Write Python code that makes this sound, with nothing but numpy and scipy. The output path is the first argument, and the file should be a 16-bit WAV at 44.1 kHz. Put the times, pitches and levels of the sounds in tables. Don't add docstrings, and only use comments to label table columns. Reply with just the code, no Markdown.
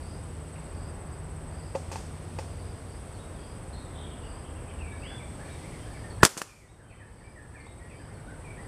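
import sys
import numpy as np
from scipy import signal
from scipy.fft import rfft, irfft, next_fast_len
from scipy.io import wavfile
from scipy.ndimage import uniform_filter1d

SR = 44100
rng = np.random.default_rng(int(sys.argv[2]) if len(sys.argv) > 2 else 0)


def gain_from_db(level_db):
    decades = np.asarray(level_db, float) / 20
    return 10 ** decades


def inscribe(sig):
    pcm = np.round(np.clip(np.atleast_2d(sig).T, -1, 1) * 32767)
    wavfile.write(sys.argv[1], SR, pcm.astype(np.int16))


N = 382347
T = np.arange(N) / SR


def in_time(rows):
    s, *columns = np.transpose(rows)
    return [np.interp(T, s, column) for column in columns]


def rms_one(x):
    return x / np.sqrt(np.mean(x ** 2) + 1e-20)


def coloured(x, spectrum):
    hz, db = np.transpose(spectrum)
    size = next_fast_len(N)
    log_hz = np.log(np.arange(size // 2 + 1) * SR / size + 1)
    gain = gain_from_db(np.interp(log_hz, np.log(hz), db, left=-60, right=-90))
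    return rms_one(irfft(rfft(x, size) * gain, size)[:N])


def drift(rate):
    knots = rng.standard_normal(int(N / SR * 40) + 9)
    return np.interp(T * np.clip(rate, .1, 39), np.arange(len(knots)), knots)


def flutter(hz):
    lowpass = signal.butter(2, hz, fs=SR, output="sos")
    return rms_one(signal.sosfilt(lowpass, rng.standard_normal(N)))


def resonate(x, peaks):
    out = 0
    for k, (hz, width_hz, db) in enumerate(peaks):
        b, a = signal.iirpeak(hz, hz / width_hz / 1.6, SR)
        ringing = signal.lfilter(b, a, signal.lfilter(b, a, x))
        out = out + (-1) ** k * gain_from_db(db) * ringing
    return rms_one(out)


def trees(x, t60, wet_db):
    t = T[:SR // 2]
    tail = rng.standard_normal(len(t)) * gain_from_db(-60 * t / t60) * (t > .006)
    wet = signal.fftconvolve(x, tail / np.sqrt(np.sum(tail ** 2)))[:N]
    stirred = np.interp(T + .00009 * flutter(25), T, wet)
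    return x + gain_from_db(wet_db) * stirred


def air():
    # (frequency [Hz], density [dB per Hz])
    air_spectrum = [(25, -10.5), (60, 0), (100, -3), (200, -12), (500, -16), (1000, -21), (2000, -29),
                    (3500, -40.5), (5000, -44.5), (7000, -51), (9000, -42.5), (11000, -56), (13500, -63.5),
                    (16000, -65)]
    # (time [s], half length
    # [s], rise [dB])
    gusts = [(0.0, .2, 0.5), (.78, 0.47, 0.5), (1.917, 0.15, 2.5), (2.455, 0.26, 2), (4.25, 0.57, 1),
             (4.975, .25, 0.5), (5.554, 0.59, 4)]
    gust_db = sum(db * np.clip(1 - np.abs(T - s) / half, 0, 1) for s, half, db in gusts)
    noise = coloured(rng.standard_normal(N), air_spectrum)
    hiss = signal.sosfilt(signal.butter(2, 3000, "high", fs=SR, output="sos"), noise)
    murmur = gain_from_db(-41.5 + 0.21 * gust_db + 0.39 * drift(4.6)) * (noise - hiss)
    leaves = gain_from_db(-36.5 + gust_db + 1.2 * drift(1.9)) * hiss
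    return murmur + leaves


def engine():
    # (time [s], firing rate [Hz], tone level [dB], drone level [dB])
    motor = [(0, 79.5, -40.5, -50.5), (1, 82.72, -43.5, -48.5), (2.5, 89.3, -42, -50.5),
             (3.2, 92.3, -41.5, -81), (3.4, 78.8, -47, -55), (5, 81, -40.5, -66), (5.6, 82.4, -86, -48),
             (5.9, 109.9, -40.5, -56), (6.5, 104.3, -47, -60.5), (8.67, 102.7, -46.5, -52.5)]
    firing_hz, tone_db, drone_db = in_time(motor)
    tone = np.sin(2 * np.pi * np.cumsum(firing_hz + 1.5 * drift(8)) / SR)
    drone = np.sin(2 * np.pi * np.cumsum(155 + 1.42 * drift(4)) / SR)
    return gain_from_db(tone_db - 0.5 + 1.3 * drift(5.9)) * tone + gain_from_db(drone_db + 1.5 + 2.1 * drift(6.8)) * drone


def katydids():
    # (frequency [Hz], density [dB per Hz])
    chorus = [(8700, -21), (9000, -4), (9500, 5), (10180, 2.5), (10300, -7), (10800, -33), (11500, -27)]
    grains = rng.standard_normal(N) * (rng.random(N) < 6000 / SR)
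    return gain_from_db(-65.5 + .9 * drift(1.2)) * coloured(grains, chorus)


def leading():
    # (first throb [s], throb rate [per s], throb depth [0-1])
    leaders = [(.002, 16.83, .4), (1.788, 17.9, .24), (4.268, 16.97, .26), (5.014, 17.4, .2),
               (6.538, 16.83, .27), (8.25, 19, .35)]
    start, rate, depth = np.transpose(leaders)
    who = np.clip(np.searchsorted(start, T) - 1, 0, None)
    since = T - start[who]
    left = np.append(start[1:], np.inf)[who] - T
    return since * rate[who], depth[who] * np.clip(np.minimum(since, left) / .3, .3, 1)


def crickets():
    # (frequency [Hz], width [Hz], level [dB])
    wings = [(7395, 150, -5), (7715, 80, 0), (7915, 50, -3), (8100, 90, -4), (8195, 70, 0), (8360, 50, 1),
             (8530, 100, -9)]
    evenness = .6
    count, depth = leading()
    strikes = rng.standard_normal(N) * (rng.random(N) < 6000 / SR)
    throb = 1 + 1.15 * depth * np.cos(2 * np.pi * count) + .09 * np.cos(4 * np.pi * count)
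    far = gain_from_db(-14) * resonate(strikes, wings[:2])
    near = resonate(strikes, wings[2:])
    near = rms_one(near / (uniform_filter1d(np.abs(near), size=350) + .1) ** evenness)
    return gain_from_db(-59 + 1.0 * drift(1.7)) * (far + np.clip(throb, .1, 3) * near)


def trills():
    # (time [s], length [s], level [dB])
    trill_events = [(0, 0.2, -62.5), (0.317, .06, -77), (.58, 0.11, -71), (0.68, .27, -64.5),
                    (1.082, 0.091, -69), (1.498, 0.26, -63), (2.405, 0.44, -66.5), (2.879, 0.12, -67),
                    (3.348, 0.23, -64), (4.203, 0.25, -65), (4.953, 0.24, -65), (5.853, 0.24, -66.5),
                    (7.114, 0.25, -67), (7.884, 0.24, -65), (8.59, 0.21, -68)]
    # (frequency [Hz], width [Hz], level [dB])
    trill_wings = [(4560, 200, -3), (4800, 170, 0), (5020, 170, -1)]
    drive, progress = np.zeros((2, N))
    for s, length, db in trill_events:
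        t = T - s
        part = np.clip(t / length, 0, 1)
        in_group = t % .0408
        strokes = (in_group < .036) * (.3 + np.sin(np.pi * in_group / .012) ** 2)
        drive += gain_from_db(db) * np.sin(np.pi * part) ** .5 * strokes
        progress += part * (part < 1)
    low = resonate(rng.standard_normal(N), trill_wings[:2])
    high = resonate(rng.standard_normal(N), trill_wings[1:])
    voice = low * np.cos(1.5 * progress) + high * np.sin(1.5 * progress)
    return trees(1.16 * drive * voice, .3, -5.5)


def flock():
    start_s, low_hz, high_hz = 5.0, 1600, 2450
    s, pitch, slope, size = rng.random((55, 4)).T
    hz = low_hz + pitch * (high_hz - low_hz)
    end_hz = hz * (.75 + .2 * slope)
    glide_s = size * 0 + .034
    return list(zip(start_s + s * (8.6 - start_s), .018 + .02 * size, hz, end_hz, -65 + 5 * size, glide_s))


def notes():
    # (time [s], length [s], start [Hz], end [Hz], level [dB])
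    whistles = [
        (.556, .012, 2990, 1870, -51.5),
        (3.342, .03, 3850, 3330, -66),
        (4.786, 0.16, 2820, 2260, -57),
        (5.019, 0.172, 2500, 3500, -55.5),
    ]
    # (time [s], length [s], start [Hz], level [dB])
    pipes = [(3.365, 0.216, 3297, -71), (5.79, 0.08, 3197, -68), (6.105, .07, 3314, -74),
             (6.83, 0.272, 3120, -70), (7.915, .17, 3140, -74)]
    # (time [s], level [dB])
    tseeps = [(3.141, -62), (5.445, -63), (6.1, -59), (6.9, -66), (7.602, -61), (8.14, -63)]
    # (time [s], level [dB])
    twits = [(3.186, -63), (3.768, -63), (4.911, -66), (5.49, -61.5), (6.68, -61), (7.66, -60), (8.26, -72)]
    # (time [s], length [s], start [Hz], level [dB])
    falls = [(5.032, 0.042, 2365, -54), (5.1, .04, 1790, -55), (5.193, 0.043, 2455, -56),
             (5.501, 0.1, 2440, -63), (5.943, 0.041, 2370, -58), (6.601, 0.068, 2340, -54.5),
             (6.79, 0.044, 1850, -54.5), (6.899, .038, 2660, -52.5), (6.997, 0.064, 1994, -52.5),
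             (7.207, 0.0251, 1950, -52), (7.354, 0.072, 2004, -53.5), (7.555, 0.12, 2510, -55),
             (7.896, 0.062, 2706, -59), (7.989, 0.052, 1830, -58)]
    # (time [s], length [s], start [Hz], level [dB])
    slurs = [(5.446, 0.033, 2410, -59.5), (6.038, 0.025, 1870, -51), (6.472, 0.066, 2570, -50),
             (8.166, 0.0382, 1500, -59), (8.443, .095, 2476, -57)]
    # (time [s], length [s], start [Hz], level [dB])
    pips = [(4.056, .04, 2350, -66), (4.585, .022, 2320, -62), (4.921, 0.034, 1695, -56),
            (6.203, .05, 1720, -50), (6.924, 0.034, 1984, -55), (7.24, 0.028, 2310, -53),
            (7.54, .022, 1760, -48), (7.79, 0.096, 1903, -59.5)]
    # (time [s], length [s], start [Hz], level [dB])
    rises = [(5.39, .037, 1564, -55.5), (5.637, 0.035, 2000, -54), (5.858, 0.031, 1533, -56.5),
             (7.006, .036, 2300, -60.5), (8.204, 0.025, 1405, -61), (8.27, 0.045, 1375, -52.5),
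             (8.567, 0.058, 1720, -56)]
    glide_s = .034
    rows = [row + (.065,) for row in whistles]
    rows += [(s, length, hz, hz * .975, db, length) for s, length, hz, db in pipes]
    rows += [(s, .022, 4650, 4050, db, glide_s) for s, db in tseeps]
    rows += [(s, .04, 3300, 3850, db, 0.0138) for s, db in twits]
    for kind, ratio in ((falls, .83), (slurs, .92), (pips, 1.005), (rises, 1.19)):
        rows += [(s, length, hz, hz * ratio, db, glide_s) for s, length, hz, db in kind]
    return rows + flock()


def whistled_notes():
    sag_share, fade_db, edge_s = .15, 7, .016
    clear, hoarse = np.zeros((2, N + SR))
    for s, length, start_hz, end_hz, db, glide_s in notes():
        u = np.arange(int(length * SR)) / (length * SR)
        glide = np.clip(u * length / min(glide_s, 0.904 * length), 0, 1)
        hz = start_hz + (end_hz - start_hz) * ((1 - sag_share) * glide + sag_share * u)
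        edges = np.clip(np.minimum(u, 1 - u) * length / edge_s, 0, 1) ** 0.38
        at = int(s * SR)
        voice = hoarse if end_hz < 2700 and s > 4.9 else clear
        voice[at:at + len(u)] += gain_from_db(db + 9 - fade_db * u) * edges * np.sin(2 * np.pi * np.cumsum(hz) / SR)
    return clear[:N], hoarse[:N]


def chatter():
    # (time [s], level [dB])
    bursts = [(3.725, -52), (3.78, -56), (3.855, -55), (3.94, -54), (3.984, -54), (4.03, -52.5), (4.1, -56),
              (4.215, -48.5), (4.329, -54.5), (4.44, -53), (4.55, -56), (4.68, -54)]
    rise_s, fade_s = 0.0048, 0.045
    top_hz, end_hz, sink_s = 4150, 2700, .45
    since = [np.clip(T - s, 0, None) for s, db in bursts]
    centre_hz = end_hz + (top_hz - end_hz) * np.exp(-since[0] / sink_s)
    effort = 0
    for t, (s, db) in zip(since, bursts):
        effort = effort + gain_from_db(db) * np.minimum(t / rise_s, 1) * np.exp(-t / fade_s)
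    out = np.zeros(N)
    for shift_hz in (-330, 0, 250):
        chip = np.cumsum(38 + 7.3 * drift(26)) / SR % 1
        hz = centre_hz + shift_hz + 120 * drift(8.8) + 700 * (chip - .5)
        level = effort * gain_from_db(-2 + 5.5 * drift(14)) * np.sin(np.pi * chip) ** 2
        out += level * np.sin(2 * np.pi * np.cumsum(hz) / SR)
    return out


def birds():
    clear, hoarse = whistled_notes()
    hoarse = hoarse + chatter()
    far = trees(hoarse * (.9 + .4 * flutter(200)), .45, 1) * gain_from_db(-1.5)
    near = trees(clear * (1 + .2 * flutter(120)), .5, 2) * gain_from_db(-2)
    return far + near


def struck(blows, modes, contact_hz):
    # (frequency [Hz], density [dB per Hz])
    blast = [(100, 0), (1200, -0.5), (2200, -5), (3800, -5), (5200, -2), (8300, -2), (11000, -8),
             (14500, -20.5), (16500, -21)]
    rows = np.array(blows)
    at = (rows[:, 0] * SR).astype(int)
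    ringing, burst = np.zeros((2, N))
    scatter_db = 2.5 * rng.standard_normal((len(rows), len(modes)))
    for k, (hz, db, t60) in enumerate(modes):
        clicks = np.full(N, 1e-18)
        low_mode_db = rows[:, 2] * (hz < 600)
        clicks[at] = gain_from_db(rows[:, 1] + db + low_mode_db + scatter_db[:, k])
        r, w = gain_from_db(-60 / (t60 * SR)), 2 * np.pi * hz / SR
        ringing += signal.lfilter([0, np.sin(w)], [1, -2 * r * np.cos(w), r * r], clicks)
    for i, (burst_db, t60) in zip(at, rows[:, 3:]):
        t = T[:min(SR // 2, N - i)]
        burst[i:i + len(t)] += gain_from_db(burst_db - 60 * t / t60) * np.minimum(t / .0007, 1)
    ringing = signal.sosfilt(signal.butter(1, contact_hz, fs=SR, output="sos"), ringing)
    return ringing + burst * coloured(rng.standard_normal(N), blast)


def handling():
    # (frequency [Hz], level [dB], t60 [s])
    stock = [(249, -23, 0.026), (540, 0, 0.072), (761, -21, 0.19), (892, -1.5, 0.036), (1090, -9, 0.029),
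             (1500, -21, 0.013), (1950, -7.5, 0.0088), (2500, -6.5, 0.011), (3450, -32, 0.011),
             (4580, -7, 0.012), (6300, -34, 0.018)]
    # (time [s], thud [dB], low modes [dB], rattle [dB], rattle t60 [s])
    knocks = [(1.749, -33, -11, -52, .05), (1.752, -30, 10, -49, 0.48), (1.757, -25, -22, -59, 0.12),
              (1.916, -29, -25, -41, 0.17), (1.928, -31.5, -6, -49, 0.23), (1.958, -26, -19, -49.5, 0.77),
              (2.385, -39, -11, -47, 0.34), (2.388, -22.5, -9.5, -54, 0.08), (2.394, -31, -18.5, -66, .1),
              (7.667, -36.5, -8, -58, 0.037)]
    return signal.sosfilt(signal.butter(1, 7000, fs=SR, output="sos"), struck(knocks, stock, contact_hz=2050))


def shot():
    # (frequency [Hz], level [dB], t60 [s])
    barrel = [(201.1, -14, 0.02), (386, -10.5, 0.011), (860, -8, 0.0083), (1217, -3, 0.0095),
              (1401, 2.5, 0.0053), (1720, -8.5, 0.023), (2610, -3, 0.0063), (4970, -19, .01)]
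    # (time [s], blow [dB], low modes [dB], air blast [dB], blast t60 [s])
    shot_blows = [(6.2245, -51, -10, -36, 0.01), (6.2295, -27.5, 1, -35.5, 0.015),
                  (6.2312, -5, -0.5, -15, .015), (6.2332, 0, 8, -16.5, 0.013), (6.236, -46, 0, -22.5, 0.2),
                  (6.2505, -20, -8, -1, 0.0068), (6.2522, -38.5, -2, -20, 0.1),
                  (6.262, -18, -6, -30.5, 0.14), (6.291, -30, -3, -25, 0.43), (6.369, -20, 21, -35, 0.11),
                  (6.375, -37, -8, -16.5, 0.11), (6.4145, -26, 0, -26, 0.027),
                  (6.4172, -7.5, -12, -15, 0.027), (6.43, -50, 0, -41.5, 0.89)]
    return trees(struck(shot_blows, barrel, contact_hz=3500), 0.57, -17.0)


def rifle():
    return signal.sosfilt(signal.butter(2, 140, "high", fs=SR, output="sos"), handling() + shot())


def scene():
    return (air() + engine() + katydids() + crickets() + trills() + birds() + rifle())[None]


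def ducking():
    grip_s, grip_time_s, rest_db = 6.25, 0.045, 1.0
    since = np.clip(T - grip_s, 0, None)
    quick_db = np.clip(8.05 - 11.6 * since, 0, None)
    slow_db = np.clip(11.55 - 4.35 * since, 0, None)
    return rest_db - (quick_db + slow_db) * np.clip(since / grip_time_s, 0, 1)


def low_pass(x):
    return signal.sosfilt(signal.butter(12, 16650, fs=SR, output="sos"), x)


def record(dry):
    # (frequency [Hz], level [dB])
    whine_tones = [(11793, -80.5), (11823, -92), (11853, -93)]
    # (frequency [Hz], width [Hz])
    whine_notches = [(3942, 130), (7850, 65)]
    whine = sum(gain_from_db(db + 2.0) * np.sin(2 * np.pi * hz * T) for hz, db in whine_tones)
    x = (dry + whine) * gain_from_db(ducking())
    for hz, width_hz in whine_notches:
        x = signal.lfilter(*signal.iirnotch(hz, hz / width_hz, SR), x)
    x = signal.sosfilt(signal.ellip(12, .5, 60, 15450, fs=SR, output="sos"), x)
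    return low_pass(np.tanh(x ** 3 * 0.57 + x))


dry = scene()
out = record(dry)
inscribe(out)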